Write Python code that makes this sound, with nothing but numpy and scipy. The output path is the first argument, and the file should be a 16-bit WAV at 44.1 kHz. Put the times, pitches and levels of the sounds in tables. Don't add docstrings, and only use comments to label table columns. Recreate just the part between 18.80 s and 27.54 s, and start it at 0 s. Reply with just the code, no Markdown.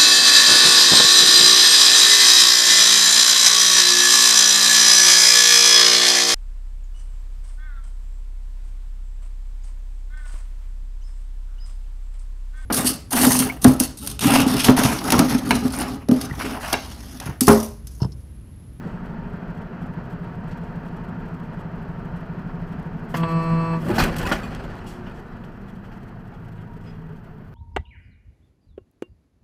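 import sys
import numpy as np
from scipy import signal
from scipy.fft import rfft, irfft
from scipy.io import wavfile
from scipy.ndimage import uniform_filter1d

SR = 44100
rng = np.random.default_rng(int(sys.argv[2]) if len(sys.argv) > 2 else 0)


def generate_wav(signal):
    frames = np.transpose(np.atleast_2d(signal))
    scaled = np.clip(frames, -1, 1) * 32767
    pcm = np.round(scaled).astype(np.int16)
    wavfile.write(sys.argv[1], SR, pcm)


N = 385413
TIME = np.arange(N) / SR


def amp(db):
    return 10 ** (np.asarray(db) / 20)


def unit(x):
    return x / np.sqrt(np.mean(x ** 2) + 1e-20)


def since(s):
    return np.maximum(TIME - s, 0)


def decay60(t, t60_s):
    return np.exp(-np.log(1000) * t / t60_s)


def curve(rows):
    return np.interp(TIME, *np.transpose(rows))


def read(points, hz):
    f, db = np.transpose(points)
    octave = np.log2(hz + 1)
    beyond = abs(octave - np.clip(octave, np.log2(f[0]), np.log2(f[-1])))
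    return np.interp(octave, np.log2(f), db) - 30 * beyond


def colour(x, points, size=8192):
    db = read(points, abs(np.fft.fftfreq(size, 1 / SR)))
    log_gain = np.log(amp(np.maximum(db, -100)))
    taps = np.fft.ifft(np.exp(np.conj(signal.hilbert(log_gain)))).real[:size // 2]
    return signal.oaconvolve(x, taps / np.linalg.norm(taps))[:N]


def butter(x, order, hz, kind="low"):
    return signal.sosfilt(signal.butter(order, hz, kind, fs=SR, output="sos"), x)


def ring(x, modes):
    return sum(amp(db) * signal.lfilter(*signal.iirpeak(hz, hz / width, SR), x)
               for hz, width, db in modes)


def noise():
    return rng.standard_normal(N)


def drift(rate_hz):
    times = TIME[::32]
    hz = np.fft.rfftfreq(len(times), times[1])
    spectrum = rfft(rng.standard_normal(len(times))) / (1 + (hz / rate_hz) ** 4)
    return np.interp(TIME, times, unit(irfft(spectrum, len(times))))


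def grains(per_s, spread_db):
    size = amp(spread_db * np.minimum(rng.exponential(1, N), 4))
    return unit(rng.choice([-1, 1], N) * size * (rng.random(N) < per_s / SR))


def strikes(rows, rise_s):
    power = np.zeros(N)
    for s, db, t60 in rows:
        start = round(s * SR)
        t = TIME[:N - start][:SR]
        blow = amp(db) * (1 - np.exp(-t / rise_s)) * decay60(t, t60)
        power[start:start + len(t)] += blow ** 2
    return np.sqrt(power)


def surges(rows):
    return np.sqrt(sum((amp(db) * np.exp(-np.maximum(s - TIME, 0) / build) * decay60(since(s), t60)) ** 2
                       for s, db, build, t60 in rows))


SLOWING_S = 5.04


def rolling(db, fade_db_per_s):
    return amp(db - fade_db_per_s * since(SLOWING_S))


# f/pitch (before mistuning), level/dB
PART_MODES = [(1, 2), (1.07, -6), (1.43, -13.5), (1.83, -8), (2.8, -10.5), (3.27, -16.5)]


def clank(hz, t60_s, contact_cycles=1.36, damping=0.3, mistune=0.027):
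    t, out = TIME[:SR // 4], 0
    for ratio, db in PART_MODES:
        partial_hz = hz * ratio ** (1 + mistune * rng.standard_normal())
        tone = np.sin(2 * np.pi * (partial_hz * t + rng.random()))
        out = out + amp(db) * decay60(t * ratio ** damping, t60_s) * tone * (partial_hz < SR / 2)
    return out * (1 - np.exp(-t * hz / contact_cycles))


def shards(hits, low_hz, high_hz, t60_s, count=40):
    pieces = [clank(hz, t60_s * np.sqrt(low_hz / hz)) for hz in np.geomspace(low_hz, high_hz, count)]
    which, out = rng.integers(0, count, N), np.zeros(N + SR)
    for at in np.flatnonzero(hits):
        out[at:at + len(pieces[0])] += hits[at] * pieces[which[at]]
    return unit(out[:N])


# f/Hz, density/dB
METAL = [(150, -11.5), (250, -1.5), (380, 0.5), (500, -1), (800, -2), (980, -5), (1550, -4), (2200, -9),
         (3150, -14.5), (4400, -17.5), (6500, -27), (9200, -20), (12600, -26.5), (15500, -26)]
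BOOM = [(60, -18), (90, -4), (120, -1), (165, 0), (240, 2.5), (290, -6), (350, -3), (480, -18.5)]
HEAVE = [(10, -22), (25, -2.5), (44, 0), (64, -4.5), (88, -4.5), (130, -16.5)]
# peak t/s, build/s, t60/s, crunch/dB, boom/dB, heave/dB
SHOVES = [(5.108, 0.057, 0.77, -30.5, -21.5, -44), (5.21, 0.026, 0.31, -19, -21, -17),
          (5.3, .03, 0.3, -44, -34, -38), (5.43, 0.028, 0.2, -33.5, -31, -27),
          (5.47, 0.025, 0.54, -26, -45, -45), (5.55, 0.035, 0.17, -35, -44, -38)]
HEAVE_LAG_S, HEAVE_BUILD_S, HEAVE_T60_S = 0.022, 0.048, 0.12
SETTLE_S, TAIL_BUILD_S = 5.255, 0.039
SCRAPE_TAIL_DB, SCRAPE_TAIL_T60_S = -31.5, 2.85
BOOM_TAIL_DB, BOOM_TAIL_T60_S = -31.5, 4
HEAVE_TAIL_DB, HEAVE_TAIL_T60_S = -32, 5.2


def collision(lumpy_db=3.0, boom_db=-2, heave_db=-1.0, buckle_db=-3, snap_db=-3, cavity_db=-7,
              cavity_hz=168, scrape_top_hz=5000, scrape_lumpy_db=2.0):
    crunching = surges([(s, db, build, t60) for s, build, t60, db, _, _ in SHOVES])
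    dragging = surges([(SETTLE_S, SCRAPE_TAIL_DB, TAIL_BUILD_S, SCRAPE_TAIL_T60_S)])
    dragging = dragging * amp(scrape_lumpy_db * drift(36.0))
    booming = surges([(s, db, build, t60) for s, build, t60, _, db, _ in SHOVES]
                     + [(SETTLE_S, BOOM_TAIL_DB, TAIL_BUILD_S, BOOM_TAIL_T60_S)])
    heaving = surges([(s + HEAVE_LAG_S, db, HEAVE_BUILD_S, HEAVE_T60_S) for s, *_, db in SHOVES]
                     + [(SETTLE_S, HEAVE_TAIL_DB, TAIL_BUILD_S, HEAVE_TAIL_T60_S)])
    snaps = colour(grains(per_s=1500, spread_db=1.0), METAL) * amp(lumpy_db * drift(41.0))
    buckles = shards(grains(per_s=120, spread_db=1.0), low_hz=328, high_hz=2570, t60_s=0.11)
    crunch = amp(snap_db) * snaps + amp(buckle_db) * buckles
    scrape = butter(colour(grains(per_s=1200, spread_db=-0.2), METAL), 2, scrape_top_hz)
    cavity = unit(ring(colour(noise(), BOOM), [(cavity_hz, 18, 0)]))
    boom = amp(boom_db) * colour(noise(), BOOM) + amp(cavity_db) * cavity
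    heave = amp(heave_db) * colour(noise(), HEAVE)
    return crunch * crunching + scrape * dragging + boom * booming + heave * heaving


# t/s, level/dB, t60/s, treble rel. level/dB, rattle shaken loose/dB
BANGS = [(4.3403, -17.5, 0.13, -1.5, -61), (4.431, -16.5, 0.056, -22, -66), (5.101, -22.5, 0.045, -12, -55),
         (5.127, -23, 0.047, -10, -45), (5.15, -33, .04, -6, -47), (5.1802, -9.5, 0.095, 5.5, -25.5),
         (5.197, -14.5, 0.083, 10, -36), (5.213, -14.5, 0.072, -4, -28), (5.236, -17, 0.071, -8, -41),
         (5.272, -23, 0.06, -10, -39), (5.293, -24, .04, -12, -50), (5.341, -27, 0.047, -12, -55),
         (5.408, -25, 0.055, -4, -35), (5.432, -24, 0.046, -14, -55), (5.461, -27, 0.08, -9, -50),
         (5.5135, -9.5, 0.089, -9, -23.5), (5.552, -26, .05, -8, -43), (5.593, -26, 0.044, -10, -57),
         (5.841, -31, 0.074, -4, -64), (6.265, -32.5, 0.17, -6, -66), (6.637, -36, 0.066, -14, -55),
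         (7.04, -44, 0.12, -8, -57), (7.115, -39, 0.13, -2, -59), (7.53, -47, 0.11, -12, -59),
         (7.775, -45, 0.2, -15, -74)]
# f/Hz, density/dB
PANEL = [(71, -40), (120, 8), (192, 4), (325, -4), (676, -10), (1190, -9), (1460, -5), (1870, -10),
         (1990, -14), (3300, -12.5), (3580, -11), (8250, -37), (9130, -36), (14300, -30), (15500, -44)]
# f/Hz, width/Hz, level/dB
PANEL_MODES = [(430, 15, -2), (662, 41, 3.5), (872, 145, -2.5), (1400, 30, -13), (2100, 33, -2),
               (2230, 29, -13), (2900, 36, -13), (3600, 45, -15), (4280, 61, -10)]


def bangs(crack_db=-2, modes_db=7, split_hz=3600):
    burst = noise()
    push = burst * strikes([(s, db, t60) for s, db, t60, _, _ in BANGS], rise_s=0.0014)
    snap = burst * strikes([(s, db + treble_db, t60) for s, db, t60, treble_db, _ in BANGS], rise_s=0.0042)
    force = butter(push, 6, split_hz) + butter(snap, 6, split_hz, "high")
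    rung = butter(ring(force, PANEL_MODES), 2, 4500)
    return amp(crack_db) * colour(force, PANEL) + amp(modes_db) * rung


# t/s, level/dB, t60/s (lowest partial), f/Hz
KNOCKS = [(0.053, -20.5, 0.14, 173.5), (4.344, -20.5, .05, 950), (4.358, -21, .06, 239),
          (4.434, -24, 0.06, 1013), (4.934, -28.5, 0.11, 925), (5.046, -18.5, .19, 169.3),
          (5.093, -16, 0.1, 344.6), (5.098, -17, .08, 190), (5.12, -31, 0.073, 1260),
          (5.155, -14, 0.11, 238), (5.182, -18, .07, 740), (5.222, -21, 0.067, 1193),
          (5.252, -34, .06, 1560), (5.3, -17, .14, 151.3), (5.326, -34, .09, 415), (5.396, -20, .1, 123),
          (5.408, -25, .07, 486), (5.44, -16, .07, 105), (5.461, -28, 0.092, 1510), (5.516, -22, .035, 885),
          (5.518, -17, 0.061, 1422), (5.526, -22.5, 0.094, 650), (5.638, -35.5, 0.09, 1110),
          (5.662, -44, 0.072, 1693), (5.815, -38, 0.14, 399), (5.848, -34, 0.074, 562),
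          (5.902, -30, 0.065, 215), (5.944, -39, 0.073, 828), (6.312, -41, 0.074, 1360),
          (6.384, -37.5, 0.13, 427), (6.859, -45, .07, 910), (6.935, -57, 0.061, 2080),
          (7.522, -46, 0.17, 820)]


def knocks():
    out = np.zeros(N + SR)
    for s, db, t60, hz in KNOCKS:
        sound, start = amp(db) * clank(hz, t60), round(s * SR)
        out[start:start + len(sound)] += sound
    return out[:N]


# t/s, level/dB, t60/s, brightest f/Hz
RATTLES = [(0.01, -58, .7, 5500), (1.708, -48.5, 0.1, 4430), (1.772, -50, 0.049, 9000),
           (1.832, -55, .1, 7000), (4.29, -47.5, 0.19, 11000), (4.359, -34.5, 0.13, 11800),
           (4.37, -29.5, 0.031, 13000), (5.05, -39.5, 0.068, 13000), (5.148, -34, 0.16, 4630),
           (5.237, -17.5, 0.028, 9000), (5.362, -28, 0.055, 9950), (5.382, -25, 0.058, 9800),
           (5.464, -28.5, 0.036, 13000), (5.748, -32.5, 0.016, 8000), (5.835, -46.5, 0.055, 6000),
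           (5.895, -52.5, 0.13, 4000), (5.967, -50, 0.014, 5000), (6.062, -41, 0.29, 7550),
           (6.296, -51, 0.022, 6500), (6.34, -56, 0.27, 6000), (8.01, -63, 0.41, 5030),
           (8.05, -60.5, 0.54, 2660)]
# f/Hz, density/dB
FITTING = [(700, -23), (1800, 20), (3200, 12.5), (5000, 1), (8000, 1), (10000, 2.5), (13500, -3),
           (16000, -5.5)]
# f/Hz, width/Hz, level/dB
JINGLE = [(3310, 260, 11), (4400, 130, 0), (5440, 54, -1), (5450, 23, -10), (7960, 84, -0.5),
          (12000, 120, -9)]
SHAKEN_LAG_S, SHAKEN_HZ = 0.004, 5160
CHATTER_DB, CHATTER_FADE_DB_PER_S = -70, 1.2


def fittings(clump_db=6.0, clump_limit=2.06, jingle_db=-6, q=0.99, clatter_db=2, rise_share=0.061,
             stirred_db=-63, stirred_t60_s=7.0):
    stirred = surges([(HORN_ON_S, stirred_db, HORN_ATTACK_S, stirred_t60_s)])
    unrest = rolling(CHATTER_DB, CHATTER_FADE_DB_PER_S) + stirred
    clumps = amp(clump_db * np.minimum(drift(34), clump_limit))
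    taps = grains(per_s=7000, spread_db=-0.5) * unrest * clumps
    snaps, t = grains(per_s=12000, spread_db=0.0), TIME[:SR // 3]
    shaken = [(s + SHAKEN_LAG_S, db, t60, SHAKEN_HZ) for s, _, t60, _, db in BANGS]
    for s, db, t60, hz in RATTLES + shaken:
        span = slice(round(s * SR), round(s * SR) + len(t))
        part = unit(signal.lfilter(*signal.iirpeak(hz, q, SR), snaps[span]))
        build = 1 - np.exp(-t / (rise_share * t60))
        taps[span] += part * amp(db + clatter_db) * build * decay60(t, t60)
    return colour(taps, FITTING) + amp(jingle_db) * np.std(taps) * unit(ring(taps, JINGLE))


DEBRIS_DB, DEBRIS_T60_S, DEBRIS_PER_S = -41.5, 3.6, 70


def debris(tick_db=-13, scatter_db=4.5):
    falls = grains(per_s=DEBRIS_PER_S, spread_db=scatter_db)
    scraps = shards(falls, low_hz=656, high_hz=4120, t60_s=0.31) + amp(tick_db) * colour(falls, FITTING)
    return scraps * surges([(SETTLE_S, DEBRIS_DB, .03, DEBRIS_T60_S)])


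def cab_echo(x, t60_s=0.2, wet_db=-10):
    t = TIME[:SR // 3]
    taps = rng.standard_normal(len(t)) * decay60(t, t60_s) * (t > .003)
    taps = butter(taps / np.linalg.norm(taps), 1, 6000)
    return x + amp(wet_db) * signal.oaconvolve(x, taps)[:N]


# number, level/dB (the first also gets the HORN_BOOM curve added to it)
HORN_TONE = [(1, 0.5), (2, -13.5), (3, -13.5), (4, -15.5), (5, -24.5), (6, -13), (7, -10), (8, -22.5),
             (9, -27), (10, -30.5), (11, -25.5), (12, -32), (13, -29), (14, -25), (15, -31.5), (16, -24),
             (17, -39), (18, -38), (19, -40), (21, -36), (25, -34), (26, -38), (27, -35), (29, -43),
             (33, -45.5), (48, -43), (49, -45.5)]
# f/Hz, level/dB
HORN_BUZZ = [(3300, -54), (5200, -54.5), (6000, -69), (7500, -59), (8500, -61), (12000, -77), (15000, -67)]
# f/Hz, width/Hz, level/dB
HORN_RASP = [(900, 97, 11), (1550, 130, -11), (4400, 190, -23), (7820, 200, -27)]
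# t/s, level/dB
HORN_BOOM = [(4.385, -30), (4.41, -19.5), (4.45, -22.5), (4.485, -26.5), (4.565, -20), (4.64, -25),
             (4.73, -19.5), (4.828, -19.5), (4.878, -32), (4.915, -23), (4.985, -19), (5.01, -24.5)]
HORN_ON_S, HORN_OFF_S, HORN_HZ, HORN_DB = 4.338, 4.942, 164.5, -23
HORN_ATTACK_S, HORN_RELEASE_S = 0.035, 0.055
HORN_SHARP_HZ, HORN_SETTLE_S, HORN_SAG_HZ = 2.2, 0.044, 1.7


def horn(waver=0.00086, brighten=1.5, air_db=-27, rasp_db=-25.5, cab_hold=.45, rasp_flutter_db=3.0,
         boom_db=-0.5, shimmer_db=1.5, jitter_rad=0.0097, ring_on_s=0.2, count=90):
    dropped = (since(HORN_OFF_S) / HORN_RELEASE_S) ** 2
    pressure = (1 - np.exp(-since(HORN_ON_S) / HORN_ATTACK_S)) * np.exp(-np.minimum(dropped, 20))
    sharp_hz = HORN_SHARP_HZ * np.exp(-since(HORN_ON_S) / HORN_SETTLE_S)
    hz = HORN_HZ + sharp_hz - HORN_SAG_HZ * (1 - np.exp(-dropped))
    angle = 2 * np.pi * np.cumsum(hz * (1 + waver * drift(25))) / SR
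    on = (TIME > HORN_ON_S) & (TIME < HORN_OFF_S + ring_on_s)
    tone, voice, shimmer = dict(HORN_TONE), np.zeros(N), [drift(28)[on] for _ in range(11)]
    cab_boom_db = uniform_filter1d(curve(HORN_BOOM), size=1300)[on]
    tone[1] = tone[1] + boom_db + cab_boom_db - HORN_DB
    for k in range(1, count):
        db = tone[k] if k in tone else read(HORN_BUZZ, k * HORN_HZ) + rng.normal(0, 2.7)
        drive = pressure[on] ** brighten * amp(shimmer_db * shimmer[k % len(shimmer)])
        blown = drive ** np.log10(k) * pressure[on] ** cab_hold
        shake = jitter_rad * shimmer[(k + 2) % len(shimmer)]
        voice[on] += amp(db) * blown * np.cos(k * (angle[on] + shake) + 2 * np.pi * rng.random())
    air = colour(noise(), ROAD)
    puffs = noise() * (1 + np.cos(angle)) ** 2
    rasp = unit(ring(puffs, HORN_RASP)) * amp(rasp_db + rasp_flutter_db * drift(14))
    return amp(HORN_DB) * (np.sqrt(2) * voice + pressure * (amp(air_db) * air + rasp))


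# t/s, four-stroke cycle f/Hz
SPEED = [(0, 12.68), (0.3, 12.65), (0.7, 12.52), (1.25, 12.63), (1.9, 12.43), (2.5, 12.48), (3.05, 12.42),
         (3.4, 12.43), (5.1, 12.1), (6.0, 10.1), (6.3, 9.84), (7.1, 9.66), (7.8, 8.92), (8.07, 8.25),
         (8.4, 7.86), (8.74, 7.7)]
# order, loaded/dB, coasting/dB
ENGINE_ORDERS = [(2, -51, -53), (3, -51.5, -48), (5, -51, -52), (7, -49, -64), (8, -60, -62), (9, -51, -59),
                 (10, -47, -51.5), (12, -44, -50), (13, -46.5, -54), (14, -37.5, -73.5), (15, -49.5, -51),
                 (16, -55.5, -79), (17, -66, -70), (18, -49.5, -50), (19, -63, -66), (20, -52, -47),
                 (21, -56, -74), (24, -65, -53.5), (30, -64, -68), (32, -54.5, -84), (36, -71, -59),
                 (40, -74, -77), (48, -57, -63.5)]
# f/Hz, width/Hz, lift/dB
CAB = [(107.7, 4.6, 12.5), (160.7, 9, 10.5), (191.2, 10.5, 3.5), (230.2, 4.3, 13), (358, 10, 19)]
ENGINE_DB = -2
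LIFT_S, LIFT_TAKES_S, COAST_LOAD = 5.33, 0.44, 0.076


def engine(first_throb_s=.071, uneven_db=1.5, wander_rad=0.049, smear_rad=.09, boom_hz=170):
    speed_hz = curve(SPEED)
    load = np.clip(1 - since(LIFT_S) / LIFT_TAKES_S, COAST_LOAD, 1)
    angle = 2 * np.pi * (np.cumsum(speed_hz) / SR - first_throb_s * speed_hz[0])
    shudder, out = [drift(5.2) for _ in range(5)], np.zeros(N)
    for order, loaded_db, coasting_db in ENGINE_ORDERS:
        lift_db = sum(db / (1 + (2 * (order * speed_hz - hz) / width) ** 2) for hz, width, db in CAB)
        level = amp(load * loaded_db + (1 - load) * coasting_db + lift_db)
        lag = smear_rad * (order - boom_hz / speed_hz[0]) ** 2
        out += level * np.cos(order * angle - lag + wander_rad * shudder[order % len(shudder)])
    return np.sqrt(2) * out * amp(ENGINE_DB + uneven_db * drift(9.4))


# peak t/s, half length to 1/e/s, f/Hz, glide/(Hz/s), level/dB
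WHINES = [(7.853, 0.14, 950, -130, -54.5), (8.088, .028, 5100, 0, -66), (8.297, 0.57, 433.4, -7.5, -54.5)]


def whines(waver=0.01, flutter_db=4.0, rough=0.27, roughness_hz=45):
    out = np.zeros(N)
    for s, half_s, hz, glide, db in WHINES:
        pitch_hz = (hz + glide * (TIME - s)) * (1 + waver * drift(26.6))
        swell = amp(db + flutter_db * drift(14)) * np.exp(-((TIME - s) / half_s) ** 2)
        breakup = np.sqrt(1 - rough) + np.sqrt(rough) * drift(roughness_hz)
        out += np.sqrt(2) * swell * breakup * np.cos(2 * np.pi * np.cumsum(pitch_hz) / SR)
    return out


# f/Hz, density/dB
ROAD = [(160, -24), (280, -2.5), (385, 1), (450, 0), (570, -6.5), (710, -1), (795, -7), (920, -3.5),
        (1020, -7.5), (1450, -6), (1800, -11), (2800, -21.5), (4500, -32), (6500, -44), (9500, -51.5)]
RUMBLE = [(8, -15), (18, -1.5), (30, -0.5), (48, -5), (76, -12.5), (102, -3.5), (135, -5), (175, -2.5),
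          (250, -4.5), (285, -17.5), (420, -40.5)]
ROAR_DB, ROAR_FADE_DB_PER_S = -41, 2.5
RUMBLE_DB, RUMBLE_FADE_DB_PER_S = -36, 2.27
TREAD_DB, TREAD_FADE_DB_PER_S = -54, 16


def road(flutter_db=0.78, rumble_flutter_db=1.0, tread_hz=920, tread_width_hz=75):
    roar = colour(noise(), ROAD) * rolling(ROAR_DB, ROAR_FADE_DB_PER_S) * amp(flutter_db * drift(18.0))
    tread = [(tread_hz, tread_width_hz, 0)]
    whine = unit(ring(ring(noise(), tread), tread)) * rolling(TREAD_DB, TREAD_FADE_DB_PER_S)
    rumble = colour(noise(), RUMBLE) * rolling(RUMBLE_DB, RUMBLE_FADE_DB_PER_S)
    return roar + whine + rumble * amp(rumble_flutter_db * drift(14.0))


def scene():
    impacts = cab_echo(collision() + bangs() + knocks() + fittings() + debris())
    return (impacts + horn() + engine() + whines() + road())[None]


# f/Hz, density/dB
HISS = [(3000, 11), (8000, -8), (9500, 6), (12000, -3.5), (13700, 10), (15000, 2)]
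# f/Hz, width/Hz, depth 0-1
NOTCHES = [(2207, 375, 0.45), (3620, 890, 0.6), (9430, 1430, 0.57)]
EDGE_HZ = 15550


def record(dry, ceiling=0.44, hiss_db=-77):
    heard = dry + amp(hiss_db) * colour(noise(), HISS)
    for hz, width, depth in NOTCHES:
        heard = heard - depth * ring(heard, [(hz, width, 0)])
    held = heard / (1 + (heard / ceiling) ** 4) ** (1 / 4)
    lowpass = signal.firwin(511, EDGE_HZ, window=("kaiser", 9), fs=SR)
    return signal.oaconvolve(held, lowpass[None], "same")


dry = scene()
out = record(dry)
generate_wav(out)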